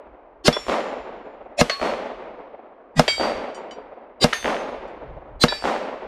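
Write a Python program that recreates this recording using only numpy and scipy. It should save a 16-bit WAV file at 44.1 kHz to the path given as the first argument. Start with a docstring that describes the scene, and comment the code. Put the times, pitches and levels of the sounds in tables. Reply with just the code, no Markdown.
"""A snowy shooting range under a wooded hillside: five pistol shots heard from behind the shooter, while the
echo of an earlier one lingers. Noise and fading tones make each blast; banded noise swells up just ahead of it.
Steel plates ring as fading, fluttering tones. Short pulses slap back from nearby surfaces, and shaped noise
rolls back from the hillside, losing its treble. Slow noise makes the wind buffeting the microphone."""
import sys
import numpy as np
from scipy import signal
from scipy.fft import rfft, irfft, next_fast_len
from scipy.io import wavfile
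from scipy.ndimage import uniform_filter1d, map_coordinates

SR = 44100
rng = np.random.default_rng(int(sys.argv[2]) if len(sys.argv) > 2 else 0)


def wav_record(signal):
    """Record a signal, one row per channel, as 16-bit PCM in the file named by sys.argv[1]."""
    frames = np.transpose(np.atleast_2d(signal))
    bounded = np.clip(frames, -1, 1)
    # unit amplitude maps onto the largest positive 16-bit level
    quanta = np.round(bounded * 32767).astype(np.int16)
    wavfile.write(sys.argv[1], SR, quanta)


def attenuation_scalar(level_db):
    """Turn a level in dB into a linear amplitude multiplier (20 dB per decade)."""
    decades = np.asarray(level_db, float) / 20
    return 10 ** decades


N = 267687

# In spectra (f/Hz, level/dB), the level is per Hz and only relative.
# Strength of the wind buffets over time: t/s, level/dB
BUFFETS = [(0, -58), (.3, -61), (.6, -53), (1.35, -58), (1.55, -60), (1.8, -54), (2.3, -59), (2.8, -79),
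           (3.1, -49), (3.4, -49), (3.65, -72), (3.85, -58), (4.05, -74), (4.4, -51), (4.9, -56),
           (5.05, -45), (5.3, -47), (5.85, -64), (6.07, -54)]
# Spectrum of the slow wind rumble: f/Hz, level/dB
RUMBLE_COLOUR = [(15, -18), (30, 0), (55, -1), (85, -14), (150, -36), (300, -60), (600, -90)]
# Spectrum of the faster eddies in the gusts: f/Hz, level/dB
EDDY_COLOUR = [(50, -40), (90, 0), (150, -3), (260, -30), (600, -80)]
# Spectrum of the distant hush of the valley: f/Hz, level/dB
HUSH_COLOUR = [(71, -72), (140, -36), (292, -1), (569, -7), (1000, -4), (1300, -11), (2300, -26),
               (3800, -42), (8000, -62), (15000, -75)]

# Spectrum of the rolling hillside echo before the air dulls it: f/Hz, level/dB
HILL_COLOUR = [(70, -55), (150, -20), (231, -4.5), (292, -8.5), (420, -3), (614, 0), (850, -5), (1100, -9),
               (1630, -14.5), (2200, -16), (6430, -34), (14500, -60), (15600, -106)]
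# Spectrum of the bright scatter off near snow and brush: f/Hz, level/dB
HAZE_COLOUR = [(300, -25), (1000, -4), (2500, 0), (8000, -15), (12000, -24), (15000, -48)]
# Treble lost on longer paths: f/Hz, loss/dB per s
AIR_LOSS = [(100, 20), (200, 6), (500, 0), (1500, 8), (2500, 11), (4000, 22), (8000, 50), (14000, 90)]
# Share of the echo's power that repeats from shot to shot: f/Hz, share/0-1
REPEATING_SHARE = [(300, .95), (1200, .6), (3000, .2)]
# Scattered returns of snow, field, stands, brush edge, hillside and valley, relative to the shot:
# t/s after the shot, level/dB, rise/s, t60/s (time to fall 60 dB)
ROLL_RETURNS = [(0, -26, .001, .25), (0, -41, .001, 1.5), (.086, -31, .006, .14), (.184, -37, .004, .3),
                (.199, -21.5, .007, 1.25), (.2, -30.5, .05, 4)]
# Bright returns of snow, brush edge and hillside, relative to the shot:
# t/s after the shot, level/dB, rise/s, t60/s
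BRIGHT_RETURNS = [(0, -35, .001, .9), (.18, -38, .035, .9), (.17, -45, .02, 2)]
# Single reflections from stands, bank and trunks, relative to the shot: t/s after the shot, peak level/dB
REFLECTIONS = [(.045, -26), (.086, -12), (.088, -14), (.091, -15), (.186, -21), (.203, -12), (.216, -9),
               (.238, -14), (.261, -14), (.303, -17), (.325, -15)]
# Spectrum of one reflection: f/Hz, level/dB
REFLECTION_COLOUR = [(120, -36), (350, -7), (650, 0), (1500, -10), (3000, -22), (6000, -42), (12000, -75)]

# Ringing tones, one list for each plate and the hanger, before each blow's level and tilt:
# f/Hz, level/dB, t60/s before any choking
STEEL_MODES = [
    [(1195, -16, .6), (3440, 1.5, .17), (5459, -13, .75), (7133, -29, 1.5), (10010, -31, .12),
     (10590, -39, .3)],
    [(1114, -9, .8), (1755, -12, .12), (2864, -8, .08), (4334, -5, .55), (5809, -16, .1), (6412, -18, .1),
     (11260, -38, .4), (12740, -38, .2), (13750, -44, .3)],
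    [(2256, -4, .5), (3009, -22, .5), (3208, -7, .55), (3817, -18, .9), (4021, -20, .2), (4635, -1, .6),
     (5259, -22, .6), (5701, -22, .7), (5997, -27, .6), (6772, -24, .3), (7510, -15, .4), (8425, -22, .6),
     (9103, -25, .2), (10700, -38, .5), (11140, -31, .6), (12900, -39, .6)],
    [(1803, 1.5, .13), (3569, -16, 1.1), (4544, -20, .8), (6196, -15, .75), (6535, -19, .75),
     (8570, -27, .7), (9652, -24, .8), (9835, -22, .2), (12950, -27, .5), (14050, -31, .6)],
    [(1733, -11, .35), (2396, -15, .4), (3440, -18, .3), (3887, 0, .2), (4603, -8, .7), (5335, -12, .4),
     (5400, -28, 1.3), (7483, -27, .9), (8301, -31, .8), (11090, -38, .3), (12700, -45, .9)],
    [(2234, -8, .1), (3020, 0, .14), (3833, -18, .2), (4667, -9, .22), (4823, -12, .12), (5717, -11, .16),
     (6020, -16, .1), (6794, -15, .14), (7542, -20, .22), (7752, -22, .09), (8460, -28, .16),
     (8899, -20, .12), (10900, -42, .1)],
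]
# Row of STEEL_MODES that each blow lands on
STRUCK_ROWS = [0, 1, 2, 5, 5, 3, 5, 4]
# Blows on steel: t/s, ring level/dB, splash level/dB, tilt/dB per octave
STEEL_BLOWS = [(.527, -22, -20, 3), (1.696, -21, -10, 0), (3.079, -17, -9, 0), (3.545, -51, -46, 13),
               (3.709, -39, -36, -1.5), (4.33, -20, -9, -2), (4.875, -63, -62, 5), (5.482, -19, -20, 0)]
# Spectrum of the bullet breaking up, before each blow's tilt: f/Hz, level/dB
SPLASH_COLOUR = [(200, -30), (700, -8), (1800, 0), (4500, -7), (9000, -28), (15000, -56)]

# Shots, each with the noise swelling ahead of it; the first comes before the start, so only its echo is heard:
# t/s, blast and echo level/dB, noise level/dB before its swell, noise tilt/dB per octave
PISTOL_SHOTS = [(-1.05, 0, -14, 0), (.4805, 0, -13, 0), (1.612, -1, -12.5, -.5), (2.9945, 0, -15, -1),
                (4.2416, 0, -14.5, 0), (5.4377, 0, -15, 2.5)]
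# Body of the blast, as the microphone housing rings with it, relative to the shot: f/Hz, level/dB, t60/s
BODY_MODES = [(240, -7, .075), (160, -8, .07), (640, -5, .04), (480, -13, .11), (730, -14, .08),
              (585, -14, .09), (1270, -18, .07), (1635, -18, .06), (2100, -18, .05), (2800, -19, .05),
              (42, -25, .15)]
# Spectrum of the muzzle crack before its tilt: f/Hz, level/dB
CRACK_COLOUR = [(180, -30), (300, 0), (893, -1), (2290, -18), (5320, -17), (6590, -27), (12600, -38),
                (15600, -57)]
# Spectrum of the noise ahead of each blast, before its tilt and random peaks: f/Hz, level/dB
LEAD_IN_COLOUR = [(80, -24), (150, -2), (600, -3), (1300, -14), (2100, -8), (4800, -9), (8800, -20),
                  (12000, -33), (15600, -58)]

# How far the two channels differ: f/Hz, side minus mid level/dB
CHANNEL_DIFFERENCE = [(60, -42), (200, -50), (1290, -44), (2380, -40), (4400, -30), (8120, -22),
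                      (11000, -10), (15000, 6)]


def unit(x):
    """Scale to an average strength (rms) of 1."""
    return x / np.sqrt(np.mean(x ** 2) + 1e-20)


def along(points, hz):
    """Read a table of (f/Hz, value) at any frequency, on a log frequency axis."""
    f, value = np.transpose(points)
    return np.interp(np.log(hz + 1), np.log(f + 1), value)


def coloured(x, spectrum, tilt_db=0):
    """Filter x to a spectrum tilted about 2 kHz; the filter only reacts after each input sample."""
    size = 2 * next_fast_len(len(x) // 2 + 4096)
    hz = np.fft.rfftfreq(size, 1 / SR)
    gain = attenuation_scalar(along(spectrum, hz) + tilt_db * np.log2(hz / 2000 + .05))
    # folding the cepstrum (transform of the log gain) moves all the response after the input
    cepstrum = irfft(np.log(gain + 1e-6), size)
    cepstrum[1:size // 2] *= 2
    cepstrum[size // 2 + 1:] = 0
    return irfft(rfft(x, size) * np.exp(rfft(cepstrum)), size)[:len(x)]


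def add(track, s, x):
    """Mix x into the track from time s, cutting what falls outside."""
    i = round(s * SR)
    x = x[max(-i, 0):N - i]
    track[max(i, 0):][:len(x)] += x


def wobble(rate, size):
    """A smooth random curve through rate knots a second."""
    knots = rng.standard_normal(1000)
    return map_coordinates(knots, [np.arange(size) * rate / SR], mode="mirror")


def valley_hush():
    """Steady distant noise whose level wanders gently."""
    noise = unit(coloured(rng.standard_normal(N), HUSH_COLOUR))
    return noise * attenuation_scalar(-53 + 1.5 * wobble(4, N))


def wind():
    """Lumpy low noise as the wind buffets, with faster eddies whose level swings wider."""
    t = np.arange(N) / SR
    s, buffet_db = np.transpose(BUFFETS)
    # eddies reach -66 dB when the buffet is at -55 dB, and change 1.7 dB for each buffet dB
    eddy_db = -66 + 1.7 * (buffet_db + 55)
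    lumps = attenuation_scalar(3.8 * wobble(11, N))
    buffet = unit(coloured(rng.standard_normal(N), RUMBLE_COLOUR) * lumps)
    eddies = unit(coloured(rng.standard_normal(N), EDDY_COLOUR) * lumps)
    return attenuation_scalar(np.interp(t, s, buffet_db)) * buffet + attenuation_scalar(np.interp(t, s, eddy_db)) * eddies


def returns_db(rows, t):
    """Level of the summed power of returns that each rise and die away."""
    power = 0
    for s, db, rise, t60 in rows:
        late = np.maximum(t - s, 0)
        power = power + (attenuation_scalar(db - 60 * late / t60) * (1 - np.exp(-late / abs(rise)))) ** 2
    return 10 * np.log10(power + 1e-12)


def rolling_echo(land, clumps_db):
    """The same land answers each shot; moving air renews the treble, and far paths lose it."""
    n = len(land)
    fresh, bright = rng.standard_normal((2, n))
    sources = ((land, HILL_COLOUR), (fresh, HILL_COLOUR), (bright, HAZE_COLOUR))
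    noises = np.array([unit(coloured(x, colour)) for x, colour in sources])
    hz, t, (repeated, renewed, haze) = signal.stft(noises, SR, nperseg=256)
    same = np.clip(along(REPEATING_SHARE, hz), 0, 1)[:, None]
    level_db = returns_db(ROLL_RETURNS, t) + same * np.interp(t, np.arange(n) / SR, clumps_db)
    roll = (np.sqrt(same) * repeated + np.sqrt(1 - same) * renewed) * attenuation_scalar(level_db)
    haze = haze * attenuation_scalar(returns_db(BRIGHT_RETURNS, t))
    loss = attenuation_scalar(-along(AIR_LOSS, hz)[:, None] * np.maximum(t - .25, 0))
    return signal.istft((roll + haze) * loss, SR, nperseg=256)[1][:n]


def slaps(n):
    """Single reflections: one short pulse, smeared by rough surfaces, repeated at each delay."""
    hits = np.zeros(n)
    for s, db in REFLECTIONS:
        hits[round(s * SR)] = attenuation_scalar(db)
    k = np.arange(1024)
    puff = rng.standard_normal(len(k)) * attenuation_scalar(-60 * k / SR / .007)
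    pulse = coloured(puff + 1.5 * (k == 0), REFLECTION_COLOUR)
    return signal.fftconvolve(hits, pulse / np.abs(pulse).max())[:n]


def hillside_thud(n):
    """The low push comes back off the hillside as a fading 65 Hz tone."""
    late = np.maximum(np.arange(n) / SR - .2, 0)
    return attenuation_scalar(-36 - 60 * late / .2) * np.sin(2 * np.pi * 65 * late)


def echo(land, clumps_db):
    """All that comes back from the land after one shot."""
    n = len(land)
    return rolling_echo(land, clumps_db) + hillside_thud(n) + slaps(n)


def plate_ring(modes, tilt_db):
    """The swinging plate makes each tone flutter; its hanger chokes low tones most; an after-ring lingers."""
    t = np.arange(SR) / SR
    ring = np.zeros(SR)
    for hz, level_db, t60 in modes:
        choke_db = 70 * 4000 / hz * t ** 2  # 70 dB per s squared at 4000 Hz
        main = attenuation_scalar(-60 * t / t60 - choke_db)
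        after = attenuation_scalar(-30 - 60 * t / t60 / 2.2)  # fades 2.2 times slower, unchoked
        flutter = attenuation_scalar(level_db + tilt_db * np.log2(hz / 3000) + 3.2 * wobble(30, SR))
        tone = np.sin(2 * np.pi * (hz * t + rng.random()) + .55 * wobble(45, SR))
        ring += (main + after) * flutter * tone
    return ring * (1 - np.exp(-t / .002))


def bullet_splash(tilt_db):
    """The bullet breaking up: noise with a quick fade and a weaker, slower one."""
    t = np.arange(SR) / SR
    noise = unit(coloured(rng.standard_normal(SR), SPLASH_COLOUR, tilt_db / 2))
    fade = attenuation_scalar(-60 * t / .02) + attenuation_scalar(-17 - 60 * t / .28)
    return noise * fade * (1 - np.exp(-t / .0015))


def steel():
    """Each blow splashes and sets its piece of steel ringing."""
    out = np.zeros(N)
    for (s, ring_db, splash_db, tilt_db), row in zip(STEEL_BLOWS, STRUCK_ROWS):
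        ring = attenuation_scalar(ring_db) * plate_ring(STEEL_MODES[row], tilt_db)
        add(out, s, ring + attenuation_scalar(splash_db) * bullet_splash(tilt_db))
    return out


def lead_in(db, tilt_db):
    """Noise with a few narrow strong bands, swelling smoothly to full level at its end."""
    n = 2200  # samples, about 0.05 s
    bands = rfft(coloured(rng.standard_normal(n), LEAD_IN_COLOUR, tilt_db))
    peaks = attenuation_scalar(8 * unit(uniform_filter1d(rng.standard_normal(len(bands)), size=5)))
    swell = np.sin(np.minimum(np.linspace(0, 1.7, n), np.pi / 2)) ** 4
    return attenuation_scalar(db) * unit(irfft(bands * peaks, n)) * swell


def lead_ins():
    """Banded noise swells ahead of each blast and stops as the blast begins."""
    out = np.zeros(N)
    for s, _, noise_db, tilt_db in PISTOL_SHOTS:
        noise = lead_in(noise_db, tilt_db)
        add(out, s - len(noise) / SR, noise)
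    return out


def blast():
    """Muzzle crack, a low push, and the tones it sets ringing in alternating senses."""
    t = np.arange(SR // 4) / SR
    late = np.maximum(t - .0006, 0)
    body = np.zeros(len(t))
    for k, (hz, db, t60) in enumerate(BODY_MODES):
        body += (-1) ** k * attenuation_scalar(db - 60 * late / t60) * np.sin(2 * np.pi * hz * late)
    body *= 1 - np.exp(-late / .0006)
    push = attenuation_scalar(-16) * (1 - t / .004) * np.exp(-t / .004)
    noise = unit(coloured(rng.standard_normal(len(t)), CRACK_COLOUR, 1.5))
    crack = noise * (attenuation_scalar(-5 - 60 * t / .015) + attenuation_scalar(-17 - 60 * t / .1))
    return body - push + crack


def pistol():
    """Blast and echo of every shot, over the same land."""
    out, n = np.zeros(N), 2 * SR
    land = rng.standard_normal(n)
    clumps_db = 3.3 * wobble(60, n)  # trunks return the sound in clumps
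    for s, db, _, _ in PISTOL_SHOTS:
        add(out, s, attenuation_scalar(db) * blast())
        add(out, s, attenuation_scalar(db) * echo(land, clumps_db))
    return out


def scene():
    """All layers in two channels that differ slightly, most in the treble."""
    mid = valley_hush() + wind() + steel() + lead_ins() + pistol()
    hz, _, z = signal.stft(mid, SR, nperseg=512)
    difference = attenuation_scalar(along(CHANNEL_DIFFERENCE, hz))[:, None]
    side = signal.istft(z * difference * rng.standard_normal(z.shape), SR, nperseg=512)[1][:N]
    return np.array([mid + side, mid - side])


def low_pass(x):
    """Removes everything above the highest recorded frequency."""
    return signal.sosfilt(signal.butter(12, 15720, fs=SR, output="sos"), x)


def record(dry):
    """The input saturates on the blast: peaks bend smoothly towards a limit of 0.99."""
    mix = dry / (1 + np.abs(dry / .99) ** 8) ** (1 / 8)
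    return low_pass(mix)


dry = scene()
out = record(dry)
wav_record(out)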